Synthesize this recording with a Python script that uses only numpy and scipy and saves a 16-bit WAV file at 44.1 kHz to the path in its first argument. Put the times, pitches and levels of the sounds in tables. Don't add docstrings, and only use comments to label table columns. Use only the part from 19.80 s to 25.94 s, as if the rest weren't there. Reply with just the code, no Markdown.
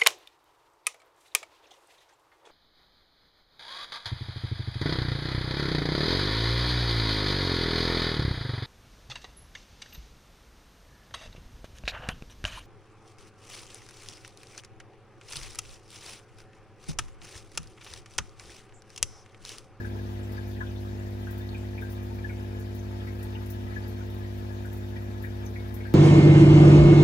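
import sys
import numpy as np
from scipy import signal
from scipy.fft import rfft, irfft, next_fast_len
from scipy.io import wavfile
from scipy.ndimage import uniform_filter1d, map_coordinates

SR = 44100
rng = np.random.default_rng(int(sys.argv[2]) if len(sys.argv) > 2 else 0)


def materialize(psi):
    bounded = np.clip(np.atleast_2d(psi).T, -1, 1)
    quanta = np.round(bounded * 32767).astype(np.int16)
    wavfile.write(sys.argv[1], SR, quanta)


def rack_gain(trim_db):
    fader = np.asarray(trim_db, float)
    return 10 ** (fader / 20)


N = 270774

# f/Hz, level/dB [per Hz]
STREAM_TONE = [(100, -5.5), (1200, 0), (1500, -4.5), (2400, -3), (3000, -0.5), (8000, -6)]
# t/s, level/dB [peak], f/Hz, life [cycles]
LARGE_BUBBLES = [(0.0, -39.5, 1680, 5.6), (0.047, -38, 1570, 9.1), (0.191, -48, 1680, 16),
                 (0.576, -41.5, 1670, 17), (0.8075, -33, 1650, 8.7), (1.4698, -40, 1550, 13),
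                 (1.6033, -47, 1710, 12), (1.692, -41, 4200, 5), (1.7465, -37.5, 2430, 14),
                 (1.978, -37, 2340, 10), (2.0214, -38.5, 1580, 15), (2.3858, -47, 2340, 16),
                 (2.4435, -34, 1730, 27), (2.4942, -38, 2230, 16), (2.6428, -52, 1750, 14),
                 (3.272, -41, 2135, 17), (3.9617, -35, 1730, 22), (4.2063, -45.5, 1460, 13),
                 (4.445, -46, 1850, 16), (4.8474, -42.5, 1476, 14), (5.1588, -43, 1904, 18),
                 (5.4412, -36, 1840, 13), (5.7593, -36.5, 2190, 13), (6.0048, -42.5, 2210, 15),
                 (6.0526, -40, 1595, 9.9)]
# t/s, level/dB [peak], f/Hz
COMPANIONS = [(.811, -41, 1030), (.826, -38, 1460), (1.73, -49, 890), (2.31, -44, 907), (2.501, -43, 1470),
              (3.276, -50, 1960), (3.55, -45, 910), (4.85, -50, 1620), (5.163, -47, 2350),
              (5.446, -45, 2290), (6.075, -45, 1875)]
# t/s, level/dB [peak], f/Hz
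SMALL_BUBBLES = [(0.0608, -52.5, 9430), (0.4324, -53.5, 7590), (0.5272, -51, 5120), (0.5671, -50, 4750),
                 (0.7153, -49.5, 3520), (0.867, -50, 3450), (0.9637, -47, 3600), (1.1962, -54, 7260),
                 (1.6127, -48, 3620), (1.7799, -53, 8350), (2.1196, -53, 9300), (2.601, -53, 5250),
                 (2.9941, -51, 6170), (3.43, -48, 9100), (3.552, -42, 2800), (3.556, -49, 2990),
                 (4.0387, -52, 4730), (4.3026, -48, 3680), (4.3655, -51, 3700), (4.8564, -55, 7400),
                 (5.0375, -53, 3640), (5.665, -42.5, 6140), (5.7987, -49.5, 3650)]
# t/s, level/dB [peak], centre f/Hz
BURSTS = [(0.5207, -46, 14300), (0.6749, -50, 13900), (0.7108, -50, 12500), (1.0051, -54, 11500),
          (1.509, -43, 15100), (1.578, -45, 14900), (2.0138, -47, 15100), (2.1006, -48, 15300),
          (2.1221, -46, 14600), (2.2294, -51, 14900), (2.356, -55, 14600), (2.798, -48, 10300),
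          (2.9487, -47, 15300), (3.3074, -59, 15700), (3.3503, -53, 15300), (3.4287, -43, 9300),
          (3.6616, -47, 10000), (3.702, -38, 15100), (4.0791, -46.5, 13000), (4.2607, -54, 15500),
          (4.3006, -52, 13100), (4.341, -49, 15500), (4.578, -51, 13500), (4.8564, -50, 9100),
          (4.9286, -44, 13900), (4.9711, -49, 15600), (5.4225, -44, 13300), (5.4494, -49, 15600),
          (5.656, -48.5, 13600), (5.941, -41, 13500)]
PANE_HZ = [108, 226, 350, 441, 590, 845, 904, 996, 1050, 1211, 1308, 1464, 1583, 1631, 1703, 1868, 1940,
           1978, 2186, 2353, 2400, 2487, 2650, 2960, 3278, 3700, 4398, 5120, 6180]
# width f/Hz, left level/dB, right level/dB, right lag [rad]
PANE_MODES = [(19.8, -65, -84, 0.13), (20.6, -63, -66.5, 0.546), (80, -75.5, -88.5, 0.44),
              (19.7, -66.5, -72, 0.24), (38.2, -87, -88, 2.34), (27.778, -72.5, -81.5, 2.3),
              (21.8, -72, -78.5, 3.43), (18.1, -78.5, -79, 3.1), (21.8, -78, -85, 3),
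              (15.9, -77.5, -84, 3.6), (30.3, -78, -78, 4.3), (28.5, -80, -80.5, 1.2),
              (10.3, -72.5, -89, 0.39), (15.9, -72, -78.5, 2.7), (24, -68.5, -78.5, 3.56),
              (11.7, -74.5, -82, 4.1), (17.7, -72, -80.5, 2.94), (29.4, -77, -101, 3.4),
              (8.9, -79, -85.5, 5.9), (18, -79.5, -87, .1), (27.7, -83.5, -90, .1),
              (32.407, -96, -80.5, 0.26), (33, -89, -94, 0.66), (50, -90, -88.5, 1.96),
              (86.4, -86.5, -87, 3.6), (89.5, -87.5, -91, 0.68), (61, -86, -100, 2.5),
              (78, -94.5, -94, 0.53), (99, -104, -101, 1.2)]
# f/Hz, level/dB [per Hz]
AIR_LEFT = [(20, -102), (45, -74), (150, -95), (500, -79.5), (1130, -95.5), (1800, -86), (2270, -90.5),
            (3000, -91.5), (6000, -96), (7300, -100), (8300, -108), (9200, -102), (13300, -101),
            (15700, -101.5)]
# f/Hz, level/dB [per Hz]
AIR_RIGHT = [(20, -99), (45, -78), (150, -75.5), (500, -83), (750, -83), (950, -83.5), (1150, -99),
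             (3000, -95.5), (6000, -102), (8000, -107), (10200, -113), (12000, -107), (14000, -110),
             (15700, -108)]
# t/s, f/Hz
STROKE_RATE = [(0, 50.077), (2.3, 50.073), (6.14, 50.054)]
# multiple of the stroke rate, left level/dB, right level/dB, left lead [rad]
PUMP_OVERTONES = [(1, -51.2, -56.8, 0.3), (2, -36.7, -35.6, 0.1), (3, -59.1, -57.8, 1.8),
                  (4, -46.5, -47.8, 0.2), (5, -43.2, -48.6, 1.0), (6, -52.5, -63.5, -2.0),
                  (7, -44.4, -48.9, 0.5), (8, -57.3, -62.5, -2.1), (9, -60.3, -72.1, 1.7),
                  (10, -58.3, -62.6, 1.0), (11, -67.3, -60.5, 1.8), (12, -64.1, -59.7, -1.7),
                  (13, -61.2, -67.9, -0.6), (14, -60.0, -65.3, -0.3), (15, -73.1, -73.2, 0.2),
                  (16, -67.9, -70.1, -2.3), (17, -68.2, -62.9, -3.0), (18, -64.1, -66.0, -2.3),
                  (19, -73.2, -73.2, 2.1), (20, -69.3, -68.4, 2.3), (21, -73.1, -83.9, 2.2),
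                  (22, -74.9, -88.6, -0.1), (23, -86.8, -87.7, 0.5), (24, -75.5, -83.4, -2.4)]
# f/Hz, level/dB
MOTOR_TONES = [(63.33, -42.5), (75.2, -68), (87.5, -65.5)]

SPAN = 8192


def air_stream():
    puff_db = 1.7 * np.cos(stroke_angle())
    drive = rack_gain(-0.57 + 1.2 * wobble(12) + puff_db) * patchy_noise(2.37, channels=1)
    ringing = filtered(drive, lambda hz: panes(hz) * rack_gain(np.interp(hz, *np.transpose(STREAM_TONE))))

    def alike(hz):
        return 1 / (1 + (hz / 450) ** 2)

    fizz = rack_gain(-0.53 + 0.39 * wobble(9)) * patchy_noise(2.0, channels=2)
    separate = filtered(fizz, lambda hz: np.sqrt(1 - alike(hz)))
    shared = filtered(fizz[0], lambda hz: np.sqrt(alike(hz)))[None, ::-1]
    return ringing + filtered(separate + shared, air)


def bubbles(rows, echo_db, t60, rise_s):
    out = np.zeros((2, N + SPAN))
    t = np.arange(SPAN) / SR
    start_s, peak_db, hz, life_cycles = np.transpose(rows)[..., None, None]
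    rising = np.sin(2 * np.pi * hz * t * (0.995 + 0.0002 * hz * t))
    tone = rising * rack_gain(-20 * hz * t / life_cycles) * (1 - np.exp(-t / rise_s))
    echoes = rfft(rng.standard_normal((len(rows), 2, SPAN)) * rack_gain(-60 * t / t60), 2 * SPAN)
    f = np.fft.rfftfreq(2 * SPAN, 1 / SR)
    path = panes(f) + rack_gain(echo_db) * air(f) * echoes
    heard = irfft(rfft(tone, 2 * SPAN) * path)[..., :SPAN]
    for s, db, sound in zip(start_s.ravel(), peak_db.ravel(), heard):
        add_event(out, max(s - 0.0025, 0), sound, db - 2.0)
    return out[:, :N]


def large_bubbles():
    murmur = swarm(count=12, top_db=-52, spread_db=5.5, mid_hz=1800, octaves=0.25, smaller_db=0)
    rows = LARGE_BUBBLES + same_life(COMPANIONS + list(murmur), cycles=12.5)
    return bubbles(rows, echo_db=-36, t60=0.25, rise_s=0.0006)


def small_bubbles():
    crowd = swarm(count=170, top_db=-51.5, spread_db=3.5, mid_hz=3210, octaves=2.21, smaller_db=-7.5)
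    rows = same_life(SMALL_BUBBLES, cycles=19) + same_life(crowd, cycles=13)
    return bubbles(rows, echo_db=-16, t60=0.09, rise_s=0.00021)


def surface_bursts():
    out = np.zeros((2, N + SPAN))
    t = np.arange(SPAN) / SR
    envelope = (rack_gain(-60 * t / 0.16) + 0.8 * rack_gain(-60 * t / 0.025)) * (1 - np.exp(-t / 0.0022))
    faint = swarm(count=30, top_db=-54, spread_db=3.5, mid_hz=14200, octaves=0.29, smaller_db=-2.5)
    for s, db, hz in BURSTS + list(faint):
        louder_db, higher_khz = db + 47, (hz - 13500) / 1000
        pan_db = 12 + 0.1 * louder_db + 0.6 * higher_khz
        skirt_db = -3.5 - 0.1 * louder_db - 1.7 * higher_khz

        def band(f):
            own_pitch = resonance(f, hz, 0.13 * hz) ** 2
            skirt = rack_gain(skirt_db) * resonance(f, 12400, 6000)
            return (own_pitch + skirt) * air(f)[0] * (f > 5000)

        spray = filtered(rng.standard_normal((2, SPAN)) * envelope, band)
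        add_event(out, max(s - 0.002, 0), rack_gain([[pan_db / 2], [-pan_db / 2]]) * spray, db + 0.12)
    return out[:, :N]


def swarm(count, top_db, spread_db, mid_hz, octaves, smaller_db):
    late, size, pitch = rng.random((count, 3)).T
    s = (np.arange(count) + late) / count * N / SR
    level_db = top_db + smaller_db * pitch - spread_db * size
    return np.c_[s, level_db, mid_hz * 2 ** (octaves * (pitch - 0.5))]


def same_life(rows, cycles):
    return [(*row, cycles) for row in rows]


def resonance(f, centre_hz, width_hz):
    return 1j * f * width_hz / (centre_hz ** 2 - f * f + 1j * f * width_hz)


def panes(hz):
    total = 0
    for k, (centre, (width, left_db, right_db, lag)) in enumerate(zip(PANE_HZ, PANE_MODES)):
        delay = np.exp(-1j * np.outer([0, lag], hz / centre))
        total = total + (-1) ** k * rack_gain([[left_db], [right_db]]) * delay * resonance(hz, centre, width)
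    return total


def air(hz):
    ports = []
    for table in (AIR_LEFT, AIR_RIGHT):
        corner_hz, level_db = np.transpose(table)
        ports.append(np.interp(np.log(hz + 1), np.log(corner_hz), level_db))
    return rack_gain(ports)


def stroke_angle():
    rate_hz = np.interp(np.arange(N) / SR, *np.transpose(STROKE_RATE))
    return 1.75 + 2 * np.pi * np.cumsum(rate_hz) / SR


def pump_hum():
    angle = stroke_angle()
    hum = np.zeros((2, N))
    for multiple, left_db, right_db, lead in PUMP_OVERTONES:
        phase = 0.45 * rng.standard_normal() + 2.2 - np.array([[0], [lead]])
        hum += rack_gain([[left_db], [right_db]]) * np.cos(multiple * angle + phase)
    return np.sqrt(2) * hum


def motor_drone():
    t = np.arange(N) / SR
    return np.sqrt(2) * sum(rack_gain(db + 0.66 * wobble(3.3)) * np.sin(2 * np.pi * hz * t)
                            for hz, db in MOTOR_TONES)


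def unit(x):
    return x / np.sqrt(np.mean(x ** 2) + 1e-20)


def wobble(rate):
    knots = rng.standard_normal(int(N * rate / SR) + 4)
    return map_coordinates(knots, [np.arange(N) * rate / SR])


def patchy_noise(patchy_db, channels):
    z = signal.stft(rng.standard_normal((channels, N)), nperseg=256)[2]
    field = uniform_filter1d(rng.standard_normal(z.shape[1:]), size=6, axis=0)
    field = uniform_filter1d(field, size=10, axis=1)
    noise = signal.istft(z * rack_gain(patchy_db * unit(field)), nperseg=256)[1][:, :N]
    return unit(noise) * np.sqrt(SR / 2)


def filtered(x, response):
    m = next_fast_len(x.shape[-1] + SPAN)
    return irfft(rfft(x, m) * response(np.fft.rfftfreq(m, 1 / SR)), m)[..., :x.shape[-1]]


def add_event(out, s, sound, db):
    mid_peak = np.abs(sound.mean(axis=0)).max()
    out[:, round(s * SR):][:, :SPAN] += rack_gain(db) * sound / mid_peak


def scene():
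    near = air_stream() + large_bubbles() + small_bubbles() + surface_bursts()
    return near + pump_hum() + motor_drone()


def low_pass(x):
    return signal.sosfilt(signal.butter(12, 15900, fs=SR, output="sos"), x)


def record(dry):
    mix = filtered(dry, lambda hz: hz < 15800)
    return low_pass(mix)


dry = scene()
out = record(dry)
materialize(out)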